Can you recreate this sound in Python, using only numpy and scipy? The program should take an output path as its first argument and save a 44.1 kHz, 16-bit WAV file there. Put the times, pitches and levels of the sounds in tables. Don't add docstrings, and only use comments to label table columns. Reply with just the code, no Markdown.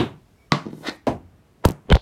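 import sys
import numpy as np
from scipy import signal
from scipy.fft import rfft, irfft
from scipy.io import wavfile
from scipy.ndimage import uniform_filter1d

SR = 44100
rng = np.random.default_rng(int(sys.argv[2]) if len(sys.argv) > 2 else 0)


def log_audio(samples):
    frames = np.atleast_2d(samples).T
    limited = np.clip(frames, -1, 1)
    pcm = np.round(limited * 32767).astype(np.int16)
    wavfile.write(sys.argv[1], SR, pcm)


def attenuation_scalar(level_db):
    decades = np.asarray(level_db, float) / 20
    return 10 ** decades


N = 88729
LONG = 90000
T = np.arange(LONG) / SR
TS = T[:24000]
HZ = np.maximum(np.fft.rfftfreq(LONG, 1 / SR), 1)
LEAD_S = 64 / SR


def passband(x, lo_hz, hi_hz, order=1):
    edges_hz = [lo_hz, min(hi_hz, .45 * SR)]
    return signal.sosfilt(signal.butter(order, edges_hz, "band", fs=SR, output="sos"), x)


def unit(x):
    return x / np.sqrt(np.sum(x ** 2))


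def steady(x):
    return unit(x) * np.sqrt(len(x))


def noise_band(lo_hz, hi_hz, length=LONG):
    return steady(passband(rng.standard_normal(length), lo_hz, hi_hz, order=2))


def shaped(x, tone):
    hz, db = np.array(tone, float).T
    return irfft(rfft(x) * attenuation_scalar(np.interp(np.log(HZ), np.log(hz), db)), LONG)


def later(x, s):
    k = int(round(s * SR))
    return np.concatenate([np.zeros(max(k, 0)), x[max(-k, 0):], np.zeros(LONG)])[:LONG]


def curve(rows):
    s, db = np.array(rows).T
    return uniform_filter1d(attenuation_scalar(np.interp(T, s, db, left=-140, right=-140)), 120)


def walk(rate_hz):
    k = int(SR / rate_hz)
    steps = np.repeat(rng.standard_normal(LONG // k + 1), k)
    return 1.3 * uniform_filter1d(uniform_filter1d(steps, k), k)[:LONG]


def bands(noise):
    spectrum = rfft(noise)
    octave = np.log2(np.maximum(np.fft.rfftfreq(len(noise), 1 / SR), 1))
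    for hz in 32 * 2. ** np.arange(10):
        weight = np.cos(np.pi / 2 * np.clip(octave - np.log2(hz), -1, 1)) ** 2
        yield hz, irfft(spectrum * weight, len(noise))


def echo(x, db, share):
    # f/Hz, t60/s
    room = [(60, 0.17), (150, 0.47), (400, 0.25), (1200, 0.33), (4000, 0.21), (12000, 0.33)]
    rise_s = 0.0023
    hz, t60_s = np.array(room).T
    tail = np.zeros(len(TS))
    for f, band in bands(rng.standard_normal(len(TS))):
        band_t60_s = share * np.interp(np.log(f), np.log(hz), t60_s)
        tail += band * np.exp(-np.log(1000) * TS / band_t60_s)
    tail = unit(tail * (1 - np.exp(-TS / rise_s)))
    return x + attenuation_scalar(db) * signal.fftconvolve(x, tail)[:len(x)]


def ring(hz, db, t60_s):
    attack = np.minimum(TS / 0.00065, 1)
    return attenuation_scalar(db) * np.exp(-np.log(1000) * TS / t60_s) * np.sin(2 * np.pi * hz * TS) * attack


def blows(rows):
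    return sum(np.sign(sign) * later(ring(hz, db, t60_s), s) for s, db, hz, t60_s, sign in rows)


def grit(tone, share, scatter_db):
    caught = rng.random(LONG) < share
    grains = rng.standard_normal(LONG) * caught * attenuation_scalar(scatter_db * walk(270))
    return steady(shaped(grains, tone))


def bending(tone, delay):
    click = irfft(np.exp(-4j * np.pi * delay * np.sqrt(HZ)), LONG)
    pulse = np.roll(shaped(click, tone), 64)[:len(TS)]
    pulse = pulse * np.clip(TS / LEAD_S, 0, 1) * (TS < .25)
    pulse = passband(pulse, 80.5, 27000, order=2)
    return pulse / np.max(np.abs(pulse))


def knock(s, hit, tone, modes):
    db, delay, echo_db, ring_db, share, crack_db = hit
    crack_hz, crack_t60_s = 3427, 0.015
    lo_hz, hi_hz = crack_hz / 3.77, crack_hz * 1.037
    after = np.maximum(TS - .0025, 0)

    rings = sum(ring(hz, g, min(t60_s, .19)) for hz, g, t60_s in modes)
    rings = rings * (1 - np.exp(-after / 0.0023))

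    crack = noise_band(lo_hz, hi_hz, len(TS)) * np.exp(-np.log(1000) * after / crack_t60_s) * (after > 0)
    click = 1. * (np.cumsum(after > 0) == 1)
    snap = unit(passband(click, lo_hz, hi_hz, order=2)) * np.sqrt(np.sum(crack ** 2))
    crack_echo = echo(snap, echo_db, share) - snap

    wave = echo(bending(tone, delay), echo_db, share)
    return attenuation_scalar(db) * later(wave + attenuation_scalar(crack_db) * (crack + crack_echo) + attenuation_scalar(ring_db) * rings, s - LEAD_S)


def stick_knocks():
    # level/dB, bending delay at 1 Hz/s, echo/dB, ring/dB, echo length share, crack/dB
    first_hit = (-13.5, 0.0431, 4, -4.5, 0.9645, -15.5)
    second_hit = (-5.5, 0.08, -5.5, -6, 1.02, -13.5)
    # f/Hz, level/dB
    first_tone = [(29, -44), (50, -2), (306, -2), (950, -13), (2010, -22.5), (3850, -15.5), (5020, -44),
                  (12900, -50), (16000, -77)]
    second_tone = [(29, -54.5), (50, -46.5), (171, 0.5), (439, -14), (1150, -7), (1620, -18), (4560, -19.5),
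                   (13200, -57), (16000, -68)]
    # f/Hz, level/dB, t60/s
    first_modes = [(95, -10, .4), (135.6, -8.5, .4), (232.7, -3, 0.25), (335.6, -0.5, 0.12),
                   (545.6, -16, 0.23), (659, -19, 0.26), (949, -13.5, 0.19), (1117, -8, 0.11)]
    second_modes = [(149, -1.5, 0.47), (340.5, -17.5, 0.13), (590, -15.5, 0.32), (855, -20.5, 0.12),
                    (1140, -5.5, 0.11), (2050, -11, 0.0467), (2086, -25.5, 0.2), (3010, -29, 0.11),
                    (3690, -30.5, .08), (4105, -23.5, 0.15)]
    first = knock(-.004, first_hit, first_tone, first_modes)
    return first + knock(.5193, second_hit, second_tone, second_modes)


def wall_hit():
    # level/dB, bending delay at 1 Hz/s, echo/dB, ring/dB, echo length share, crack/dB
    hit = (-13, 0.08, 6.5, -9.5, 0.78, -20)
    # f/Hz, level/dB
    tone = [(29, -42.5), (50, -11), (252, -3.5), (408, -6), (678, -4), (1240, -25), (3100, -33),
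            (12900, -54.5), (16000, -70.5)]
    # f/Hz, level/dB, t60/s
    modes = [(270.8, 3, 0.14), (420, -20, 0.24), (510, 1, 0.15), (649, -1, 0.24), (904, -8, 0.067),
             (980, -4.5, 0.19), (1116, -19, 0.24), (1640, -13, 0.11)]
    return knock(1.0680, hit, tone, modes)


def phone_struck():
    # level/dB, bending delay at 1 Hz/s, echo/dB, ring/dB, echo length share, crack/dB
    hit = (-6.5, 0.0761, -12.5, -16, 0.94, -12.5)
    # f/Hz, level/dB
    tone = [(29, -44), (50, 4.5), (229, -3), (559, -5.5), (1020, -11), (2620, -26), (9410, -33),
            (15000, -54.5)]
    # f/Hz, level/dB, t60/s
    modes = [(145, 5, 0.18), (567, -15, .2), (663, -21, 0.18), (900, -18, 0.26), (1300, -15, 0.11)]
    return knock(1.6506, hit, tone, modes)


def topple():
    # t/s, level/dB, f/Hz, t60/s, sign
    jolts = [(1.6515, 0, 938, 0.015, 1), (1.6544, -7.5, 325, 0.0065, 1), (1.6552, -4.5, 169.5, 0.029, -1),
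             (1.657, -4.5, 83, 0.057, 1), (1.6837, -24, 900, 0.017, 1), (1.6862, -8, 250, 0.015, 1),
             (1.7012, -15.5, 398, 0.011, 1), (1.7048, -15.5, 191, 0.027, -1), (1.712, -31, 145, 0.12, 1),
             (1.857, -41, 198, 0.06, 1), (1.886, -32.5, 240, 0.039, -1), (1.893, -25, 433, 0.042, 1),
             (1.9028, -12.5, 420, 0.031, 1), (1.9066, -8.5, 180, 0.018, 1), (1.9155, -2, 518, 0.015, 1),
             (1.9187, -7, 168, 0.0365, -1), (1.9215, -6, 198, 0.025, 1), (1.9268, -7.5, 161, 0.019, 1),
             (1.9298, -4.5, 65, 0.077, -1), (1.937, -6, 47, 0.086, 1), (1.9543, -3, 560, 0.01, -1),
             (1.9556, -5, 115, 0.027, 1), (1.9675, -15, 400, 0.016, 1)]
    # t/s, level/dB
    squeak = [(1.902, -44), (1.905, -44), (1.914, -26), (1.917, -22.5), (1.923, -24), (1.926, -35)]
    # t/s, level/dB, centre f/Hz
    rattle = [(1.652, -17, 2025), (1.6524, -18, 9070), (1.656, -12.5, 9050), (1.6566, -16.5, 9900),
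              (1.664, -30, 9000), (1.6744, -32.5, 10070), (1.6833, -32, 1380), (1.685, -32, 9000),
              (1.688, -19.5, 9170), (1.6908, -21.5, 7880), (1.701, -27, 1860), (1.709, -27.5, 8900),
              (1.7192, -32, 8960), (1.9023, -13.5, 2300), (1.914, -18, 1940), (1.9243, -5, 1900),
              (1.9257, -2, 2436), (1.9259, -14.5, 5600), (1.9358, -49, 10000), (1.9498, -14, 2220),
              (1.9541, -16, 2580), (1.9555, -25, 8930), (1.9605, -40, 9810), (1.9686, -17, 1900)]
    # t/s, level/dB
    crunch = [(1.87, -62), (1.9, -48.5), (1.905, -36), (1.922, -30), (1.929, -49), (1.95, -31),
              (1.975, -42), (2.012, -57)]
    # f/Hz, level/dB
    crunch_tone = [(240, -74.5), (400, -16.5), (615, -7.5), (1550, -21), (3130, -27), (9000, -74),
                   (11700, -86), (19800, -120)]
    # t/s, level/dB
    graze = [(1.626, -54.5), (1.637, -59), (1.641, -34), (1.65, -23), (1.652, -31)]
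    # t/s, level/dB
    slide = [(1.925, -68), (1.935, -45), (1.96, -44.5), (2.012, -57)]
    squeak_hz, rattle_t60_s, dry_share = 3090, 0.0022, 0.12

    squeal = np.sin(2 * np.pi * squeak_hz * T + 0.284 * walk(300))
    booms = blows(jolts) + curve(squeak) * squeal

    ticks = grit(crunch_tone, .3, 3.) * curve(crunch)
    ticks = ticks + noise_band(330, 1200) * curve(graze)
    ticks = ticks + noise_band(3000, 4400) * curve(slide)
    t = TS[:512]
    for s, db, hz in rattle:
        burst = 2 * (t == 0) + rng.standard_normal(512) * attenuation_scalar(-60 * t / rattle_t60_s)
        burst = passband(burst, hz / 2.8, hz * 1.6, order=3)
        ticks = ticks + attenuation_scalar(db) * later(burst / np.max(np.abs(burst)), s - .0003)
    return echo(booms, -16, dry_share) + echo(ticks, -18.5, dry_share)


def ball():
    # t/s, level/dB
    bounces = [
        (0.655, -30),
        (0.664, -22.5),
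        (0.684, -31),
        (0.7296, -26),
        (0.779, -34.5),
        (0.807, -36),
    ]
    # f/Hz, level/dB
    tone = [(35, -42.5), (60, -13), (250, 13), (600, -5), (900, -12), (1710, -29.5), (6000, -33.5),
            (7800, -61), (13200, -120)]
    pat = echo(bending(tone, 0.0557), -1, 0.46) + ring(152.8, -16.5, 0.56)
    return sum(attenuation_scalar(db) * later(pat, s - LEAD_S) for s, db in bounces)


def sweep():
    # t/s, pressure/dB
    pressure = [(.62, -58), (.81, -69), (.845, -46.5), (.865, -37.5), (.873, -27.5), (.886, -27.5),
                (.892, -39), (.8955, -21.5), (.898, -38.5)]
    # f/Hz, level/dB
    tone = [(240, -23), (400, -12), (753, -6.5), (1510, -9.5), (1650, -10), (1840, 1), (2750, -12),
            (3870, -5.5), (16000, -47)]
    # f/Hz, level/dB, t60/s
    blade_modes = [(603, -6, .02), (1510, 0, .025), (1810, -7, .015), (2110, -5, .015), (3300, -4, .012),
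                   (3850, -4, .012), (4380, -4, .015)]
    # t/s, pressure/dB
    drag_pressure = [(.8, -71), (.835, -45.5), (.86, -38), (.89, -40), (.93, -44), (.99, -67.5)]
    # t/s, level/dB
    sleeve = [(.7, -73), (.77, -64), (.87, -57.5), (.92, -66.5), (.965, -64.5), (.99, -108)]
    rub = grit(tone, 0.42, 2) * curve(pressure)
    blade_ring = unit(sum(ring(*mode) for mode in blade_modes))
    blade = attenuation_scalar(-9) * signal.fftconvolve(rub, blade_ring)[:LONG]
    drag = noise_band(300, 940) * curve(drag_pressure) * attenuation_scalar(2.4 * walk(100))
    swish = noise_band(4700, 13000) * curve(sleeve)
    return echo(rub, -8.5, 1) + blade + swish + drag


def taps():
    # t/s, level/dB, f/Hz, t60/s, sign
    contacts = [(.008, -16, 355, 0.074, 1), (.035, -18, 274, 0.017, 1), (.5198, -13, 2026, 0.023, 1),
                (.5198, -16, 3590, 0.018, 1), (.5198, -12.5, 3940, 0.016, 1), (.5222, -4.5, 286, 0.018, 1),
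                (.5385, -16.5, 260.8, .04, 1), (.533, -16.5, 1143, 0.026, 1), (.8848, -16.5, 296, 0.035, 1),
                (.8938, -24.5, 287, 0.019, 1)]
    return echo(passband(blows(contacts), 140, 13000, order=2), -11, .7)


def air():
    # f/Hz, level/dB
    tone = [(15, -25.5), (40, -0.5), (157, -12), (310, -16.5), (400, -18), (503, -23), (640, -22),
            (1000, -29.5), (16000, -48)]
    # t/s, level/dB
    rumble = [(1.07, -75), (1.11, -32.5), (1.16, -43.5), (1.3, -53), (1.42, -58)]
    # start/s, end/s, f/Hz
    whines = [(.37, .48, 2270), (.33, .5, 5405), (.506, .522, 1200), (.508, .522, 3090)]
    whine_db = (-68, -79, -46, -58)
    drifting = sum(band * attenuation_scalar(1.2 * walk(3.47)) for _, band in bands(rng.standard_normal(LONG)))
    hush = steady(shaped(drifting, tone))
    out = passband(hush, 64, 15500, order=3) * attenuation_scalar(-56)
    out = out + noise_band(59.3, 98.0) * curve(rumble)
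    for (start_s, end_s, hz), db in zip(whines, whine_db):
        swell = np.sin(np.pi * np.clip((T - start_s) / (end_s - start_s), 0, 1)) ** .5
        squeal = np.sin(2 * np.pi * hz * T + 1.3 * walk(200))
        out = out + attenuation_scalar(db + 2.2 * walk(150)) * swell * squeal
    return out


def scene():
    hits = stick_knocks() + wall_hit() + phone_struck()
    return (hits + topple() + ball() + sweep() + taps() + air())[None, :N]


def roll_off(x):
    return signal.sosfilt(signal.butter(12, 16530, fs=SR, output="sos"), x)


def record(dry):
    return roll_off(np.tanh(0.78 * dry) / 0.65)


dry = scene()
out = record(dry)
log_audio(out)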